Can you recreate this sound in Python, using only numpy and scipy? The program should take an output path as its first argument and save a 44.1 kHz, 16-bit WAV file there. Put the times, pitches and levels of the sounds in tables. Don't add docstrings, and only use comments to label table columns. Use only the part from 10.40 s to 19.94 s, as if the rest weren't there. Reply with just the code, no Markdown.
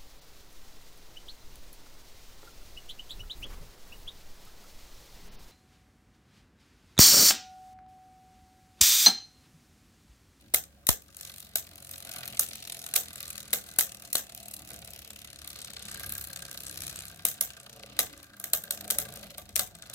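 import sys
import numpy as np
from scipy import signal
from scipy.fft import rfft, irfft, next_fast_len
from scipy.io import wavfile

SR = 44100
rng = np.random.default_rng(int(sys.argv[2]) if len(sys.argv) > 2 else 0)


def unload_audio(sound):
    columns = np.transpose(np.atleast_2d(sound))
    steps = np.round(np.clip(columns, -1, 1) * 32767)
    wavfile.write(sys.argv[1], SR, steps.astype(np.int16))


N = 420713

# frequency in Hz, reverberation time in s.
ROOM_T60 = [(200, 0.32), (1400, 0.2), (3700, 0.17), (9700, 0.18), (16000, 0.12)]
ROOM_DB, ECHO_S, ECHO_DB = -8, 0.0145, -14.5
PORTS_HZ, PORTS_SHARE = 1380, 0.45
SHADOW_HZ, SHADOW_WIDTH_HZ = 3400, 3400
TOP_HZ, HISS_DB = 16100, -64.5
# frequency in Hz, density in dB per Hz.
HISS = [(40, 10.5), (300, -16), (1500, -10), (8000, -16), (16000, -16)]

# time in s, relative level in dB.
JOLTS = [(0.1435, -34), (0.4944, -15.5)]
# lead in s, relative level in dB, share at the right port.
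SNAPS = [(.0029, 6, -1), (.0013, 2, .6)]

# time in s, mean level in dB.
HUM = [(0, -63.5), (3, -66.5), (6.4, -65), (7.5, -70), (9.1, -83), (9.54, -75)]
HUM_START_HZ, HUM_LIMIT_HZ, HUM_SLOWS_S = 71, 50, 8.7

# time in s, level in dB.
SLIDE = [(0, -84), (7.68, -72), (7.75, -64), (7.81, -69), (7.86, -78), (8.15, -73), (8.299, -56),
         (8.6, -58.5), (8.9, -57), (9.0, -78), (9.54, -69)]
SLIDE_HZ, SLIDE_WIDTH_HZ = 572, 73
# time in s, level in dB.
WHISTLE = [(0, -90), (3.2, -79), (3.5, -65), (4.0, -66.5), (4.5, -66), (5.0, -72), (5.4, -72), (9.54, -83)]
WHISTLE_HZ, WHISTLE_WIDTH_HZ = 2670, 340

# time in s, mean relative level in dB.
RAPS = [(0, -45.5), (5.35, -49), (5.5, -16), (6.1, -19.5), (6.6, -30), (6.85, -52), (7.55, -49),
        (7.68, -29), (8.1, -26), (8.45, -24.5), (8.8, -40), (9.54, -44)]
RAP_LAG_S, WALL_RUB_DB = 0.002, -25
# frequency in Hz, width in Hz, relative level in dB.
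WALL = [(1600, 70, 0), (1185, 45, -15), (1450, 80, -12)]

# frequency in Hz, width in Hz, relative level in dB.
BOWL = [
    [(66, 39, -3), (86, 35, -2)],
    [(120.8, 21.8, 0.5), (134.8, 17.8, 0.5), (159.5, 37.5, -2.5), (203.1, 23.5, 0), (284, 103, -7.5)],
    [(460, 94, -5), (550.5, 71, -0.5), (680, 116, -0.5)],
    [(1200, 120, 2.5), (1471, 94, 1.5), (1559, 138, 4)],
    [(2038, 65, 7), (2463, 840, -2.5), (2980, 1500, 4), (3810, 1700, 4.5)],
]
# time in s, level of its floor, slope, wall and rim in dB.
TIPS = [(0.0, -59, -71, -92, -66.5), (0.42, -65.5, -66.5, -73, -72), (0.74, -62, -71.5, -74, -69),
        (0.87, -60.5, -66.5, -67, -57), (1.48, -63, -65.5, -68.5, -58), (1.8, -57.5, -54, -51, -45),
        (2.2, -59.5, -62.5, -80, -52.5), (2.55, -65.5, -59, -59.5, -53.5), (2.82, -55.5, -61.5, -59, -48.5),
        (3.45, -61.5, -60, -60, -59.5), (3.82, -66, -62.5, -71, -60), (4.36, -54.5, -58, -62, -54),
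        (4.83, -58.5, -65.5, -65.5, -55.5), (5.37, -58.5, -59, -59.5, -50.5),
        (5.71, -49, -58.5, -54.5, -51.5), (6.06, -57.5, -59, -60, -56.5), (6.77, -53.5, -62.5, -62, -53.5),
        (7.15, -63.5, -64.5, -61.5, -57.5), (7.351, -64.5, -55.5, -62.5, -59), (7.57, -59, -61, -64, -53),
        (7.94, -61, -67.5, -62, -62), (8.5, -59.5, -52.5, -58, -58), (8.72, -53, -52.5, -54, -51.5),
        (8.95, -59, -64, -71, -59), (9.19, -54, -67.5, -76, -69), (9.54, -61.5, -61, -53, -52.5)]
DISH_DB = 2.5
KICK_DB = [2.3, 2.3, 9.8, 3.7, 0.26]
KNOCK_DB = [1, 1.2, 3.6, 7, 8]
# smooth push of the unbalanced top against the grit under its tip, in dB.
THROB_DB = [-8, -8, -11, -18, -24]
SCRAPE_DB = [0, 2, 3.5, 4.5, 5.5]
KNOCK_SPREAD, LEAN_PER_S = 0.55, 0.006

FIRST_TURN_S, TURN_S, SLOWING_S = 0.05, 0.01907, 2.376e-5
# turn number, lateness in ms.
LATE = [(1, -27.2), (32, -0.4), (68, 14.4), (81, 11.1), (84, 14.2), (91, 12.8), (136, -2.7), (142, 3.3),
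        (148, -4.5), (152, -1.9), (159, -7.0), (167, -1.8), (180, -3.4), (189, 3.2), (196, 4.9),
        (217, -1.2), (226, 1.4), (263, -9.6), (281, -20.9), (301, -7.6), (315, -4.9), (326, 2.2),
        (334, 22.5), (337, 24.1), (342, 37.2), (346, 43.3)]

# time in s, relative level in dB, pitch of the struck spot in Hz, left minus right in dB.
CLACKS = [(0.14, -22, 593, 7), (0.145, -11.5, 2120, -5), (0.489, -14.5, 990, 3), (1.157, -31, 1550, 15),
          (1.993, -30, 1570, 6), (2.559, -21, 2350, 12), (3.131, -18.5, 2030, 3), (3.387, -17.5, 1530, 5),
          (3.409, -23, 2080, 4), (3.752, -21.5, 650, 9), (6.85, -27, 1160, 10), (7.01, -36.5, 1560, 8),
          (7.593, -37, 1160, 6.0), (7.59, -16, 1990, 2.0), (8.041, -46, 650, -1), (8.134, -32.5, 710, 9),
          (8.308, -33, 1460, 8), (8.503, -33, 1630, 1.0), (8.585, -42, 630, 5), (9.162, -25, 2390, 7),
          (9.193, -33, 594, -1), (0.1436, -17, 3860, 8), (0.468, -22, 3890, 8), (0.4912, -15, 5500, 1),
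          (0.49, -17.5, 580, 3), (1.997, -29, 5300, 3), (2.539, -25, 4050, 0), (3.133, -20, 3780, 9),
          (3.731, -29, 4250, 2), (3.755, -13, 4200, -1), (7.59, -14, 3900, 10), (7.601, -26, 3470, 5),
          (8.134, -16, 4100, 3), (8.31, -20.5, 4170, 1), (8.503, -21, 3960, -4), (9.195, -22, 4450, 5)]
# multiple of the pitch, relative level in dB.
CLACK_RATIOS = [(1, -0.5), (1.9, -5), (3.1, -19)]
CLACK_T60_S, CLACK_DB = 0.017, -3
CLACK_LAG_S = 0.001216

# frequency in Hz, relative density in dB per Hz.
TOP = [(1060, -18), (1800, -9), (2030, -11.5), (2330, -10.5), (4100, -3.5), (4880, -7), (7220, -2.5),
       (8670, 1), (9680, 0), (13600, 5), (16000, -6)]
# frequency in Hz, relative level in dB, decay time to -60 dB in s.
TOP_MODES = [(1301, -18.5, 0.041), (2007, -15.5, 0.017), (2490, -19, 0.045), (5340, -19, 0.041),
             (2762, -20, 0.032), (4026, -9, 0.018), (6520, -18.5, 0.018), (8180, -4, 0.023),
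             (10680, -6.5, 0.007), (13300, -32, 0.016)]
BRIGHT_HZ = 6140
GRIT_DB, GRIT_S = 4, 0.0003
STRIKE_DB, STRIKE_SPREAD_DB, STRIKE_DRIFT = -10, 6, 0.035
DAMPED_PER_DB = 0.3

# time in s, relative level in dB,
# share of the bowl in dB, relative brightness in dB, left minus right in dB.
BLOWS = [(0.1397, -9.5, -22, 14, 3), (0.145, -5, -58, 11, 0.5), (0.4691, -15, -39, 14, 5),
         (0.4899, -2, -28, 7, 0), (0.769, -31.5, -29, 13, 3), (0.8113, -27, -31, 6, 2),
         (0.8515, -28.5, -23.5, -8, 0), (1.157, -9, -29.5, 12.5, 0.5), (1.513, -25, -33, 13, 1),
         (1.9947, -5.5, -31, 17, 2.5), (2.156, -25, -40, 0, 2), (2.539, -14.5, -30, 5, 4),
         (2.5563, -16, -39, 9, -6), (2.5602, -12.5, -32, 11, -18.5), (2.5638, -21, -15, 11, 33),
         (2.758, -27, -24, 6, 3), (2.9799, -27.5, -37, -6, 2), (3.1312, -10, -20.5, 12, 7),
         (3.1364, -14.5, -49, 10, -13), (3.3874, -7, -25, 19.5, 5.5), (3.394, -16, -33, 7, -18),
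         (3.409, -9, -53, 9, 1), (3.4118, -22, -47, 2, 13), (3.623, -30, -21, 0, 0),
         (3.73, -15, -34, 19, 1), (3.7537, -7, -29, 1, 4.5), (3.782, -21, -23, 20, -4),
         (3.949, -30, -35, 13, 1), (4.2903, -35, -16, 5, -4), (4.317, -38, -16, -8, 0),
         (4.342, -31.5, -17, 1, 1), (4.476, -31, -26, 1, 3), (5.076, -27.5, -36, 12, 3),
         (5.5972, -28.5, -13.5, 4, 1), (5.7527, -22.5, -41, 8, 3), (5.781, -24, -37, 14, 0),
         (6.528, -30, -16, -2, 3), (6.852, -7.5, -26, 15.5, 2), (6.8857, -15, -33, 14, 1),
         (7.01, -9, -27.5, 17.5, -1), (7.568, -36.5, -13, -4, 3), (7.5914, -6, -24, 13, 0),
         (7.6, -19, -25, -17, 1), (7.665, -42, -26, -3, 5), (7.73, -35, -24, -5, 1),
         (7.777, -38, -21, -5, 1), (7.8305, -36, -27.5, 4, 5), (7.844, -41, -28, 2, -1),
         (7.968, -40, -24, 10, 1), (8.101, -39, -28, 2, 3), (8.222, -40, -28, 11, 1), (8, -27, -27, 14, 1),
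         (8.041, -19.5, -21, 16, 0.5), (8.1345, -7.5, -23, 19.5, 0.5), (8.239, -28.5, -32, 14, 1),
         (8.3082, -12.5, -38, 7, -0.5), (8.3754, -29.5, -24, -7, 1), (8.479, -29, -24, 5, 2),
         (8.5032, -15, -30, 5, 14.5), (8.5079, -13.5, -27.5, 10, -8), (8.5856, -11, -24, 16, 1.5),
         (8.739, -37, -13, 15, -3), (8.7732, -31, -23, -2, 2), (8.842, -38, -9.5, 10, -1),
         (8.982, -29, -12, 19, 1), (9.092, -39, -13, 4, 3), (9.1587, -22, -21, 4, 23),
         (9.163, -9.5, -31, 8, -4), (9.194, -8.5, -20.5, 8.5, 5.5), (9.352, -35.5, -34, -4, 2),
         (9.4235, -38, -13, -16, 2), (9.4992, -32, -16.5, 3, 2)]
LIGHT_DB = -22
# start in s, end in s.
GRAZE_SPANS_S = [(3.0, 3.72), (8.55, 9.1)]
GRAZE_DB, GRAZE_BOWL_DB = -42, -22
CHATTER_DB, CHATTER_S = -19, 0.045

# time in s, mean relative level in dB, relative brightness in dB.
RATTLE = [(0, -55, -13), (.15, -63, -5), (.62, -59, 7), (.76, -37.5, -9), (1.001, -32.5, 7), (1.11, -50, 2),
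          (1.47, -33, 5), (1.78, -29, 1), (2.2, -37, -11), (2.33, -27.5, 1), (2.7, -36, -3), (2.9, -25, 3),
          (3.08, -38.5, -5), (3.3, -34.5, 1), (3.95, -39.5, -7), (4.15, -30, 12), (4.3, -36, 0),
          (4.5, -35, 8), (4.8, -33.5, -7), (4.93, -42, -21), (5.05, -33.5, -3), (5.5, -33.5, -12.5),
          (5.751, -28, 28.5), (6.0, -31.5, -6), (6.36, -33.5, -3), (6.6, -38, -5.5), (6.82, -41, 5),
          (7.1, -43.5, -18), (7.63, -42, -7), (7.75, -49, -16), (7.95, -55, -21), (8.2, -57, 0),
          (8.44, -31, 0), (8.87, -37, 0), (9.2, -56, -13), (9.54, -35, -2)]
WOBBLE_S, WOBBLE_ONSET_S = 5.4, 0.075
REBOUND_DB = [-12, -8.5]
SECOND_S, SECOND_LASTS_S, SECOND_TURN, CREEP_TURNS_PER_S = 6.6, 0.3, 0.5, -0.3
SECOND_DB = [-30, 0.5]
FACING_HZ = [1500, 2300, 2800, 3600, 4300, 5500, 8000, 11000, 14000]
FACING_DB = 2.8


def undb(db):
    return 10 ** (np.asarray(db, float) / 20)


def unit(x):
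    return x / np.sqrt(np.mean(x ** 2))


def on_log(table, hz):
    f, v = np.transpose(table)
    return np.interp(np.log(np.maximum(hz, 1)), np.log(f), v)


def colour(x, table):
    size = next_fast_len(N)
    gain = undb(on_log(table, np.fft.rfftfreq(size, 1 / SR)))
    return irfft(rfft(x, size) * unit(gain), size)[..., :N]


def ring(x, modes):
    out = 0
    for k, (hz, width, db) in enumerate(modes):
        b, a = signal.iirpeak(hz, hz / width, SR)
        out = out + (-1) ** k * undb(db) * signal.lfilter(b, a, x)
    return out


def walk(rate):
    knots = rng.standard_normal(int(N / SR * rate) + 2)
    return np.interp(np.arange(N) / SR * rate, np.arange(len(knots)), knots)


def port_noise():
    low, high = [signal.butter(2, PORTS_HZ, kind, fs=SR, output="sos") for kind in ("low", "high")]
    bass = rng.standard_normal(N) + 0.3 * rng.standard_normal((2, N))
    common, own = rng.standard_normal(N), rng.standard_normal((2, N))
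    treble = unit(PORTS_SHARE * common + (1 - PORTS_SHARE) * own)
    return signal.sosfilt(low, bass) + signal.sosfilt(high, treble)


def add_marks(s, gain):
    marks = np.zeros((2, N))
    at = np.clip((s * SR).astype(int), 0, N - 1)
    np.add.at(marks, (slice(None), at), gain)
    return marks


def contact(s, db, rise_s, fall_s):
    t = np.arange(-SR // 150, SR // 30) / SR
    shape = np.exp(np.where(t < 0, t / rise_s, -t / fall_s))
    marks = add_marks(s, undb(db) * np.ones((2, 1)))
    return signal.oaconvolve(marks, shape[None])[:, np.sum(t < 0):][:, :N]


def spin():
    turns = np.arange(348)
    law_s = FIRST_TURN_S + TURN_S * turns + SLOWING_S * turns ** 2
    return turns, law_s + np.interp(turns, *np.transpose(LATE)) / 1000


def room(near, around):
    t = np.arange(SR // 2) / SR
    noise, tail = rng.standard_normal((2, len(t))), 0
    for hz in 100 * 2. ** np.arange(8):
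        band = signal.butter(2, [hz / 2 ** .5, hz * 2 ** .5], "band", fs=SR, output="sos")
        tail = tail + signal.sosfilt(band, noise) * undb(-60 * t / on_log(ROOM_T60, hz))
    tail = tail * (1 - np.exp(-(t / 0.014) ** 2))
    tail = tail * undb(3.5 * walk(250)[:len(t)])
    tail = undb(ROOM_DB) * tail / np.sqrt(np.sum(tail ** 2, axis=1, keepdims=True))
    echo = undb(ECHO_DB) * np.roll(near, int(ECHO_S * SR), axis=1)
    return echo + signal.oaconvolve(around, tail, axes=1)[:, :N]


def jolts(end_hz=55, extra_hz=50, t60=0.1, right=-0.62, width_s=0.00045):
    out = np.zeros((2, N))
    t = np.arange(-SR // 100, SR // 4) / SR
    pitch = (end_hz + extra_hz * np.exp(-t / 0.0065)) * (t > 0)
    swing = np.sin(2 * np.pi * np.cumsum(pitch) / SR) * undb(-60 * t / t60)
    rock = np.outer([1, right], swing)
    for lead_s, db, share in SNAPS:
        snap = undb(db) * np.exp(-((t + lead_s) / width_s) ** 2)
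        rock = rock - np.outer([1, share], snap)
    for s, db in JOLTS:
        i = int(s * SR) - SR // 100
        out[:, i:i + len(t)] += undb(db) * rock
    return out


def hum():
    t = np.arange(N) / SR
    hz = HUM_LIMIT_HZ + (HUM_START_HZ - HUM_LIMIT_HZ) * np.exp(-t / HUM_SLOWS_S)
    db = np.interp(t, *np.transpose(HUM)) + 2 * walk(4.5)
    phase = 2 * np.pi * np.cumsum(hz + 1.1 * walk(16.0)) / SR
    return np.sqrt(2) * undb(db) * np.sin(phase)


def slide(curve, hz, width_hz):
    mode = [(hz, width_hz, 0)]
    tone = unit(ring(ring(port_noise(), mode), mode))
    return tone * undb(np.interp(np.arange(N) / SR, *np.transpose(curve)))


def raps():
    at = spin()[1] + RAP_LAG_S
    db = np.interp(at, *np.transpose(RAPS)) + 4.1 * rng.standard_normal(len(at))
    at, db = np.append(at, at + 0.0087), np.append(db, db - 6.0)
    rub = undb(WALL_RUB_DB + np.interp(np.arange(N) / SR, *np.transpose(RAPS)))
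    force = contact(at, db, 0.00045, 0.00073) + rub
    return ring(force * port_noise(), WALL)


def tips():
    s, floor_db, slope_db, wall_db, rim_db = np.transpose(TIPS)
    dish_db = (floor_db + slope_db) / 2 + DISH_DB
    levels = floor_db, dish_db, slope_db, wall_db, rim_db
    t = np.arange(N) / SR
    turns, at = spin()
    phase = np.interp(t, at + 0.0025, turns)
    chance = rng.standard_normal(N // 400)[np.round(phase).astype(int)]
    knock = np.cos(2 * np.pi * phase) * (0.58 + LEAN_PER_S * t) * (1 + KNOCK_SPREAD * chance)
    throb = np.exp(14 * (np.cos(2 * np.pi * phase) - 1))
    rough, grains, out = port_noise(), walk(400), 0
    for modes, db, swing_db, throb_db, grain_db in zip(BOWL, levels, KNOCK_DB, THROB_DB, SCRAPE_DB):
        push = undb(swing_db * knock + grain_db * grains) * rough + undb(throb_db) * throb
        family = 0
        for hz, width, mode_db in modes:
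            sharp = ring(ring(push, [(hz, width, 0)]), [(hz, width, mode_db)])
            family = family + undb(2.82 * walk(4.5)) * sharp
        out = out + unit(family) * undb(np.interp(t, s, db))
    return out


def clacks():
    out, t = np.zeros((2, N)), np.arange(SR // 25) / SR
    for s, db, hz, pan_db in CLACKS:
        body = sum(undb(mode_db) * np.sin(2 * np.pi * ratio * hz * t) for ratio, mode_db in CLACK_RATIOS)
        gain = undb(db + CLACK_DB + np.array([[pan_db], [-pan_db]]) / 2)
        i = int((s + CLACK_LAG_S) * SR)
        out[:, i:i + len(t)] += gain * body * undb(-60 * t / CLACK_T60_S)
    return out


def strike(s, db):
    chance = rng.standard_normal((len(s), len(TOP_MODES))).T
    mix_db = STRIKE_SPREAD_DB * np.clip(chance, -3, 1.5)
    db = db - DAMPED_PER_DB * np.maximum(db + 30, 0)
    out = 0
    for (hz, mode_db, t60), own_db in zip(TOP_MODES, mix_db):
        marks = add_marks(s, undb(db + STRIKE_DB + mode_db + own_db))
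        decay = signal.lfilter([1], [1, -undb(-60 / (t60 * SR))], marks)
        turns = np.cumsum(hz * (1 + STRIKE_DRIFT * walk(25))) / SR + rng.random((2, 1))
        out = out + decay * np.sin(2 * np.pi * turns)
    return out


def crack(s, db, bright_db, rise_s, fall_s):
    modes = [(hz, np.log(1000) / (np.pi * t60), mode_db) for hz, mode_db, t60 in TOP_MODES]
    rough = port_noise() * unit(undb(GRIT_DB * walk(1 / GRIT_S)))
    same_energy = np.sqrt(SR * (rise_s + fall_s) / 2)
    out = 0
    for kind, tilt_db in (("low", 0.5 - bright_db / 2), ("high", bright_db / 2 - 11.5)):
        near = contact(s, db + tilt_db, rise_s, fall_s) * rough
        around = contact(s, db + tilt_db, .1 / SR, .1 / SR) * same_energy
        sos = signal.butter(2, BRIGHT_HZ, kind, fs=SR, output="sos")
        out = -out + signal.sosfilt(sos, [near, around])
    ringing = undb(6.5) * ring(out, modes)
    return colour(out, TOP) + ringing + np.multiply.outer([1, .4], strike(s, db))


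def grazes(count=9):
    s = np.concatenate([rng.uniform(start, end, count) for start, end in GRAZE_SPANS_S])
    spread = rng.standard_normal((len(s), 4)) * [2.5, 3, 6, 3]
    return np.column_stack([s, spread + [GRAZE_DB, GRAZE_BOWL_DB, 0, 1]])


def chatter(count=3):
    hard = np.repeat([row for row in BLOWS if row[1] > LIGHT_DB], count, axis=0)
    chance = rng.random((len(hard), 3)).T
    lag = .012 - CHATTER_S * np.log(1 - chance[0])
    db = hard[:, 1] + CHATTER_DB - 150 * lag + 8 * (chance[1] - .5)
    bright_db = 16 * (chance[2] - .5)
    return np.column_stack([hard[:, 0] + lag, db, 0 * db - 30, bright_db, 0 * db + 1])


def blows():
    s, db, bowl_db, bright_db, pan_db = np.vstack([BLOWS, grazes(), chatter()]).T
    hard, sides_db = db > LIGHT_DB, db + np.outer([1, -1], pan_db) / 2
    rims = 0
    for k, rise_s, fall_s in ((hard, 0.00063, 0.0024), (~hard, 0.0013, 0.0019)):
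        rims = rims + crack(s[k], sides_db[:, k], bright_db[k], rise_s, fall_s)
    kick = contact(s, db + bowl_db, 0.00052, 0.012) * port_noise()
    bowl = sum(undb(4.5 + share_db) * ring(kick, modes) for modes, share_db in zip(BOWL, KICK_DB))
    return rims + bowl


def facing(x):
    out = x
    for hz in FACING_HZ:
        out = out + (undb(FACING_DB * walk(22.0)) - 1) * ring(x, [(hz, 0.18 * hz, 0)])
    return out


def loose_ring():
    first = spin()[1]
    count = len(first)
    twice = np.exp(-((first - SECOND_S) / SECOND_LASTS_S) ** 4)
    part = SECOND_TURN + CREEP_TURNS_PER_S * (first - SECOND_S) * twice
    at = np.append(first, first + part * np.gradient(first))
    s, *columns = np.transpose(RATTLE)
    db, bright_db = (np.interp(at, s, c) for c in columns)
    wobble = .5 + .5 * np.tanh((at - WOBBLE_S) / WOBBLE_ONSET_S)
    sample = np.minimum(at * SR, N - 1).astype(int)
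    second_drift, rebound_drift = [walk(7.5)[sample] for _ in range(2)]
    chance = rng.standard_normal((len(at), 6)).T
    db = db + 1.9 * chance[0]
    db[count:] += np.interp(twice, [0, 1], SECOND_DB) + (5.5 + 5.8 * (1 - twice)) * second_drift[count:]
    to_blow_s = np.abs(at[:, None] - np.array(BLOWS)[:, 0]).min(axis=1)
    db[to_blow_s < .006] = -99
    at = at + 0.00065 * chance[1]
    at = np.append(at, at + 0.0086 + 0.0031 * chance[2])
    rebound_db = np.interp(wobble, [0, 1], REBOUND_DB) + 1.6 * rebound_drift + 1.2 * chance[3]
    pan_db = np.outer([1, -1], np.tile(0.96 + .5 * chance[4], 2))
    db = np.append(db, db + rebound_db) + pan_db
    return crack(at, db, np.tile(bright_db + 2.5 * chance[5], 2), .0015, .0022)


def scene():
    ticks, clashes = facing(loose_ring()), blows()
    near, around = 0, 1
    to_room = undb(-6.5) * ticks + clashes
    out = ticks[near] + clashes[near] + room(to_room[near], to_room[around])
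    out = out + clacks() + tips() + raps()
    out = out + slide(SLIDE, SLIDE_HZ, SLIDE_WIDTH_HZ) + slide(WHISTLE, WHISTLE_HZ, WHISTLE_WIDTH_HZ)
    return out + hum() + jolts()


def record(dry):
    x = dry + undb(HISS_DB) * colour(rng.standard_normal((2, N)), HISS)
    notch, poles = signal.iirnotch(SHADOW_HZ, SHADOW_HZ / SHADOW_WIDTH_HZ, SR)
    x = np.array([x[0], signal.lfilter(2 * notch - poles, poles, x[1])])
    drive = 1.5
    x = np.tanh(drive * x) / drive
    x = signal.sosfilt(signal.butter(2, 50, "high", fs=SR, output="sos"), x)
    return signal.sosfilt(signal.ellip(8, .5, 70, TOP_HZ, fs=SR, output="sos"), x)


dry = scene()
out = record(dry)
unload_audio(out)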